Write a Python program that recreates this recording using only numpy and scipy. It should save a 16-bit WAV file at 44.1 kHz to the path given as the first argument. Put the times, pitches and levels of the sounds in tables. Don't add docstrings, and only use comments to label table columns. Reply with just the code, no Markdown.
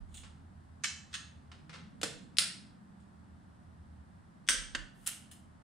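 import sys
import numpy as np
from scipy import signal
from scipy.fft import rfft, irfft
from scipy.io import wavfile
from scipy.ndimage import uniform_filter1d

SR = 44100
rng = np.random.default_rng(int(sys.argv[2]) if len(sys.argv) > 2 else 0)


def materialize(psi):
    bounded = np.clip(np.atleast_2d(psi).T, -1, 1)
    quanta = np.round(bounded * 32767).astype(np.int16)
    wavfile.write(sys.argv[1], SR, quanta)


N = 248283

COLOUR = { "scrape": [(1180, -22), (2000, -15.5), (3520, -2.5), (5050, -21), (5990, -16.5), (6870, -5.5),
          (7610, -9), (8440, -5.5), (10400, -17), (11600, -37), (13700, -26), (15500, -29)],
          "seat": [(290, -50), (500, -25.5), (888, -19.5), (1180, -13), (1530, -6.5), (1670, -6),
          (2930, -7), (3280, -9), (3960, -8), (5670, -6), (6180, -3), (10100, -19.5), (10800, -35),
          (14000, -36.5), (15500, -46)], "settle": [(350, -46), (600, -36), (1200, -1), (1640, 1),
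          (1780, 3.5), (2370, -5.5), (2720, 1), (3770, 1.5), (5900, -5.5), (6490, 0), (7330, -11.5),
          (8630, -4.5), (9370, -10), (10000, -22.5), (15500, -41)], "creak": [(240, -41.5), (400, -6),
          (543, -3.5), (584, -17), (727, -7), (1340, -1), (4550, -9), (5270, -13), (9440, -24),
          (13000, -57.5)], "knock": [(71, -39), (120, -5.5), (208, -11), (245, -15), (319, -6), (375, -25),
          (450, -7.5), (1120, -17), (1530, -10.5), (1990, -15.5), (3970, -11), (5840, -17.5), (7300, -14),
          (9910, -19.5), (15500, -49)], "pawl": [(210, -83), (350, -18.5), (385, -22), (629, -13),
          (906, -18.5), (1190, -11), (1280, -4), (1740, -4), (2980, -1), (5110, 2.5), (5980, -8),
          (9940, -0.5), (11500, -32), (14100, -16), (15500, -53.5)], "break": [(150, -48.5), (250, -11),
          (398, -19.5), (593, -12), (795, -23), (1560, -1.5), (2710, -7), (3390, 0.5), (4170, -10),
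          (6100, -0.5), (6880, -11.5), (8470, 0.5), (10600, -16), (11400, -26.5), (15500, -25.5)],
          "reset": [(150, -26), (250, -7.5), (340, -13), (404, -24.5), (540, -10), (736, -20), (1250, -7.5),
          (1820, 0.5), (2160, -15), (2700, -6.5), (5010, -17), (8240, -22), (15000, -60)],
          "lift": [(290, -67), (500, -26), (658, -18), (1240, -15), (1350, -5.5), (1590, -10.5),
          (1730, -6.5), (2310, -9.5), (3090, -5), (4370, -11), (4690, -11.5), (5830, -12.5), (6740, -8),
          (9530, -4.5), (15800, -21)], }
# (frequency [Hz], likeness [-1 to 1])
ROOM_SAME = [(150, 0.055), (230, 0.65), (400, 0.49), (700, 0.0081), (1300, 0.47), (2500, 0.4), (4500, 0.57),
             (8000, 0.81), (15000, 0.91)]


def amp(db):
    return 10 ** (np.asarray(db) / 20)


def unit(x):
    return x / np.sqrt(np.sum(x ** 2, -1).mean() + 1e-20)


def read(points, hz):
    f, value = np.transpose(points)
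    return np.interp(np.log(hz + 1), np.log(f + 1), value)


def add(mix, s, sound):
    part = mix[:, round(s * SR):][:, :sound.shape[1]]
    part += sound[:, :part.shape[1]]


def causal(db, size=4096):
    both_sides_db = np.r_[db, db[-2:0:-1]]
    log_gain = np.log(amp(np.maximum(both_sides_db, -90)))
    spectrum = np.exp(np.conj(signal.hilbert(log_gain)))
    return np.fft.ifft(spectrum).real[:size // 2]


def pair(two, likeness):
    count = two.shape[1]
    a, b = rfft(two)
    same = np.clip(read(likeness, np.fft.rfftfreq(count, 1 / SR)), -1, 1)
    return np.array([a, same * a + np.sqrt(1 - same ** 2) * b])


def steady(gain, likeness):
    x = irfft(pair(rng.standard_normal((2, N)), likeness) * gain, N)
    return x / x.std()


def air(level_db=-65.5, corner_hz=320):
    # (frequency [Hz], density [dB per Hz])
    air_colour = [(15, -49), (25, -22), (84, 3), (180, -20.5), (223, -13.5), (344, -26), (451, -34.5),
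                  (714, -28), (818, -29), (1790, -36), (2350, -46), (5140, -51), (6560, -55), (8830, -48.5),
                  (16000, -84.5)]
    # (frequency [Hz], likeness [-1 to 1])
    air_same = [(60, 0.93), (99, 0.84), (160, 0.76), (270, 0.3), (450, 0.11), (740, -0.38), (1220, -0.14),
                (2010, -0.033), (3330, 0.57), (5500, 0.041), (9080, -0.23), (15000, 0.82)]
    hz = np.fft.rfftfreq(N, 1 / SR)
    high_pass = hz ** 4 / (hz ** 4 + corner_hz ** 4)
    return amp(level_db) * steady(amp(read(air_colour, hz)) * high_pass, air_same)


def hum():
    # (frequency [Hz], rms level [dB])
    hum_tones = [(118.4, -67.5)]
    t = np.arange(N) / SR
    return sum(amp(db) * np.sqrt(2) * np.sin(2 * np.pi * f * t) for f, db in hum_tones)


def drone(width_hz=14):
    # (time [s], centre frequency [Hz], level [dB])
    drone_course = [(0, 151.7, -67.5), (1.4, 150, -67.5), (1.799, 160, -57), (2.301, 189.6, -65.5),
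                    (2.9, 203.3, -58.5), (3.2, 177.4, -72.5), (4.4, 169.6, -66), (5.63, 197.5, -73)]
    s, *columns = np.transpose(drone_course)
    centre, db = (np.interp(np.arange(N) / SR, s, c) for c in columns)
    noise = rng.standard_normal(N) + 1j * rng.standard_normal(N)
    low_pass = signal.butter(2, width_hz, fs=SR, output="sos")
    waver = signal.sosfilt(low_pass, noise)
    x = (waver * np.exp(2j * np.pi * np.cumsum(centre) / SR)).real
    return amp(db) * x / x.std()


def boom(centre_hz, width_hz, pan_db, same):
    hz = np.fft.rfftfreq(N, 1 / SR)
    gain = 1 / (1 + (2 * (hz - centre_hz) / width_hz) ** 2) ** 1.2
    return amp(np.array([[pan_db], [-pan_db]]) / 2) * steady(gain, [(centre_hz, same)])


def rumble():
    # (start [s], length before the fall [s], level [dB])
    shudders = [(0, 0.068, -49), (4.491, 0.27, -52.5)]
    # (time [s], level [dB])
    middle_level = [(0, -56), (2.1, -62.5), (2.75, -72), (3.25, -61), (4.17, -52), (4.33, -69),
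                    (5.1, -71.5), (5.22, -60.5), (5.63, -64)]
    rest_db, rise_s, fall_db_per_s = -76.5, 0.018, 94
    upper_db, swell_db, swell_at_s, swell_width_s = -60.5, 5.5, 2.2, 0.5
    t = np.arange(N) / SR
    deep = amp(rest_db)
    for s, length_s, db in shudders:
        rise = np.clip((t - s) / rise_s, 0, 1)
        deep = deep + rise * amp(db - fall_db_per_s * np.maximum(t - s - length_s, 0))
    middle = amp(np.interp(t, *np.transpose(middle_level)))
    upper = amp(upper_db + swell_db * np.exp(-((t - swell_at_s) / swell_width_s) ** 2))
    out = deep * boom(45, 14.5, pan_db=-13, same=-0.6)
    out = out + middle * boom(81, 20.5, pan_db=-1, same=0.95)
    return out + upper * boom(192.5, 151.5, pan_db=-2.5, same=0.55)


def background():
    return air() + rumble() + hum() + drone()


def garage(build_s=0.0025, dense_s=0.06, count=32768):
    # (frequency [Hz], time to fall 60 dB [s])
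    room_decay = [(200, 0.81), (700, 0.47), (1500, 0.49), (3500, 0.47), (6000, 0.42), (9000, 0.39),
                  (15000, 0.22)]
    t = np.arange(count) / SR
    density = np.minimum(0.049 + (t / dense_s) ** 2, 1)
    present = rng.random(count) < density
    echoes = rng.standard_normal((2, count)) * present / np.sqrt(density)
    hz, frame_s, z = signal.stft(irfft(pair(echoes, ROOM_SAME)), SR, nperseg=256)
    decay = amp(-60 * frame_s / read(room_decay, hz)[:, None])
    tail = signal.istft(z * decay, SR, nperseg=256)[1]
    return unit(tail[:, :count] * (1 - np.exp(-t / build_s)) ** 2)


def chatter(time_s, per_s=5000, spread_db=4, count=4096):
    u = np.arange(count) / SR / time_s
    taps = (rng.random((2, count)) < per_s / SR) * rng.choice([-1, 1], (2, count))
    taps = taps * amp(spread_db * rng.standard_normal((2, count)).clip(-2, 2))
    return irfft(pair(taps, ROOM_SAME)) * np.sqrt(u) * np.exp(-u)


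def ring(modes, count=24000):
    longest_s = 0.5
    t = np.arange(count) / SR
    phase = 2 * np.pi * rng.random((len(modes), 1, 1)) + 0.38 * rng.standard_normal((len(modes), 2, 1))
    out = np.zeros((2, count))
    for (hz, db, t60), p in zip(modes, phase):
        out += amp(db - 60 * t / min(t60, longest_s)) * np.sin(2 * np.pi * hz * t + p)
    return unit(out)


def resonances(modes, hz, peak_db=5, width_hz=110, size=8):
    ripple_db = 2.8
    peaks = np.max([1 / (1 + (2 * (hz - f) / width_hz) ** 2) for f, _, _ in modes], 0)
    ripple = uniform_filter1d(rng.standard_normal(len(hz)), size)
    return peak_db * peaks + ripple_db * ripple / ripple.std()


def disperse(x, travel_s=0.0008, at_hz=3000):
    hz = np.fft.rfftfreq(len(x), 1 / SR)
    lag_turns = travel_s * (2 * np.sqrt(hz * at_hz) - hz * np.sqrt(at_hz / hz[-1]))
    return irfft(rfft(x) * np.exp(-2j * np.pi * lag_turns))


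def slide(length_s, kind, db, per_s=3000, room_db=-3):
    growth_db = 15.5
    u = np.linspace(0, 1, max(int(length_s * SR), 2))
    present = rng.random(len(u)) < per_s / SR
    slips = rng.standard_normal((2, len(u))) * present * np.sqrt(SR / per_s)
    slips = irfft(pair(slips * amp(growth_db * (u - 1.5)), ROOM_SAME))
    body = unit(causal(read(COLOUR[kind], np.fft.rfftfreq(4096, 1 / SR))))
    rub = signal.fftconvolve(slips, body[None], axes=1)
    out = amp(room_db) * signal.fftconvolve(rub, garage(), axes=1)
    add(out, 0, rub)
    return amp(db) * out


def contact(kind, db, crack_db, crack_hz, pan_db, focus_db=5, contrast=1.6, size=4096):
    kinds = { "scrape": ("head", 0.0066, -21, -1.3), "seat": ("socket", 0.0033, -7.5, -4),
             "settle": ("socket", .004, -22, -4), "creak": ("head", .005, -24, -1),
             "knock": ("head", 0.0032, -24.5, -5.5), "pawl": ("head", .0035, -23, -2.5),
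             "break": ("tube", 0.0043, -11, -0.84), "reset": ("tube", .0035, -27, -6.5),
             "lift": ("head", 0.0042, -29, -2.7), }
    steel = { "socket": [(1790, -20, 0.3), (2620, -26, 0.26), (3050, -10.5, 0.49), (3400, -22, 0.35),
             (4040, -11, 0.55), (5080, -15, 0.2), (5260, -9, 0.26), (6040, -8, 0.39), (6600, -17, 5.0),
             (7074, -10, 0.43), (7596, -13, 0.66), (8096, -11, 0.38), (8667, -15, 0.34), (9943, -17, 0.23)],
             "head": [(2840, -6.5, 0.3), (5180, -2, 0.23), (5080, -11, 0.25), (5557, -22, 0.39),
             (6202, -15.5, 0.42), (7280, -12, 0.44), (8050, -4, 0.54), (8450, -16, 0.3), (9500, -2.5, 0.24),
             (9700, -3, 0.26)], "tube": [(1560, -8, 0.28), (2047, -3, 0.11), (2840, -13.5, 0.26),
             (4600, -16, 0.3), (6270, -4, 0.26), (6720, -15.5, 0.31), (7000, -14.5, 0.23),
             (8300, -7.5, 0.23), (8140, -13.5, 0.27), (8660, -7.5, 0.35), (9030, -8, 0.23),
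             (9800, -0.5, 0.24)], }
    part, chatter_s, ring_db, room_db = kinds[kind]
    usual_crack_db, halving_db = -10, 30
    chatter_s = chatter_s * 0.5 ** ((crack_db - usual_crack_db) / halving_db)
    hz = np.fft.rfftfreq(size, 1 / SR)
    colour_db = read(COLOUR[kind], hz)
    body = unit(causal(colour_db + resonances(steel[part], hz)))[None]
    band_db = -np.minimum(focus_db * np.log2((hz + 1) / crack_hz) ** 2, 30)
    crack = disperse(unit(causal(contrast * colour_db + band_db)))
    out = np.zeros((2, SR))
    add(out, 0, amp(crack_db) * np.array([crack, crack]))
    add(out, 0, unit(signal.fftconvolve(chatter(chatter_s), body, axes=1)))
    add(out, chatter_s / 2, amp(ring_db) * ring(steel[part]))
    add(out, chatter_s, amp(room_db) * signal.fftconvolve(garage(), body, axes=1))
    return out * amp(db + np.array([[pan_db], [-pan_db]]) / 2)


def wrench(trim_db=-3.0):
    # (time [s], kind, strength before the trim [dB], first crack re chatter [dB],
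    # crack centre [Hz], left minus right [dB])
    contacts = [ (0.142, "scrape", -21.5, -18, 6370, -2.5), (0.171, "scrape", -20.5, -6, 8500, -1),
                (0.233, "creak", -24.5, -28, 4000, -1), (0.8368, "seat", -8.5, -15, 1570, -9.5),
                (0.8416, "seat", 0, -22, 3960, -1), (1.129, "settle", -19, -24.5, 2960, -2),
                (1.1396, "settle", -6.5, -25.5, 2500, -0.5), (1.1508, "settle", -14, -15, 3000, -3),
                (1.516, "creak", -24, -9.5, 4000, -0.5), (1.694, "creak", -22, -14, 1500, 2),
                (1.729, "creak", -22, -26, 2000, 0.5), (1.739, "creak", -19, -28.5, 3000, -0.5),
                (1.755, "creak", -27.5, -4, 3000, -0.5), (2.0142, "knock", -14, -6, 2450, 0.5),
                (2.0309, "knock", -1, -8.5, 1980, -2), (2.037, "knock", -5.5, -11, 6000, -1.5),
                (2.3696, "pawl", -14, 0, 2950, 6), (2.3846, "pawl", 3, 4, 3700, 1),
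                (2.3886, "pawl", 4, -11, 4936, -2.5), (2.999, "scrape", -45, -21, 5000, -4),
                (4.467, "break", -34, -7, 3685, 1), (4.4767, "break", -24.5, 2, 3500, 3),
                (4.4876, "break", 4.5, 1, 2380, 1.5), (4.4942, "break", 0.5, -8, 7790, -7),
                (4.7489, "reset", -2.5, -5.5, 1750, -1.5), (5.0623, "lift", -12, -23.5, 3110, 1),
                (5.0672, "lift", -8, -15, 9500, 1.5), (5.0748, "lift", -9.5, 5, 13300, -7.5),
                (5.086, "lift", -11.5, -12, 3030, 0.5), (5.3131, "lift", -22.5, -23.5, 7850, -0.5), ]
    # (end [s], length [s], kind, gain before growth and trim [dB])
    slides = [(0.149, 0.059, "scrape", -55), (0.835, .014, "seat", -51), (1.133, 0.033, "settle", -52),
              (5.066, 0.13, "lift", -55)]
    out = np.zeros((2, N))
    for s, *row in contacts:
        add(out, s, contact(*row))
    for end_s, length_s, kind, db in slides:
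        add(out, max(end_s - length_s, 0), slide(length_s, kind, db))
    return amp(trim_db) * out


def scene():
    fade = signal.windows.tukey(N, 0.004)
    return wrench() + fade * background()


def record(dry):
    ceiling, edge_hz = 0.6, 15800
    rounded = dry / (1 + (dry / ceiling) ** 4) ** (1 / 4)
    low_pass = signal.firwin(255, edge_hz, window=("kaiser", 9), fs=SR)
    return signal.oaconvolve(rounded, low_pass[None], "same", axes=1)


dry = scene()
out = record(dry)
materialize(out)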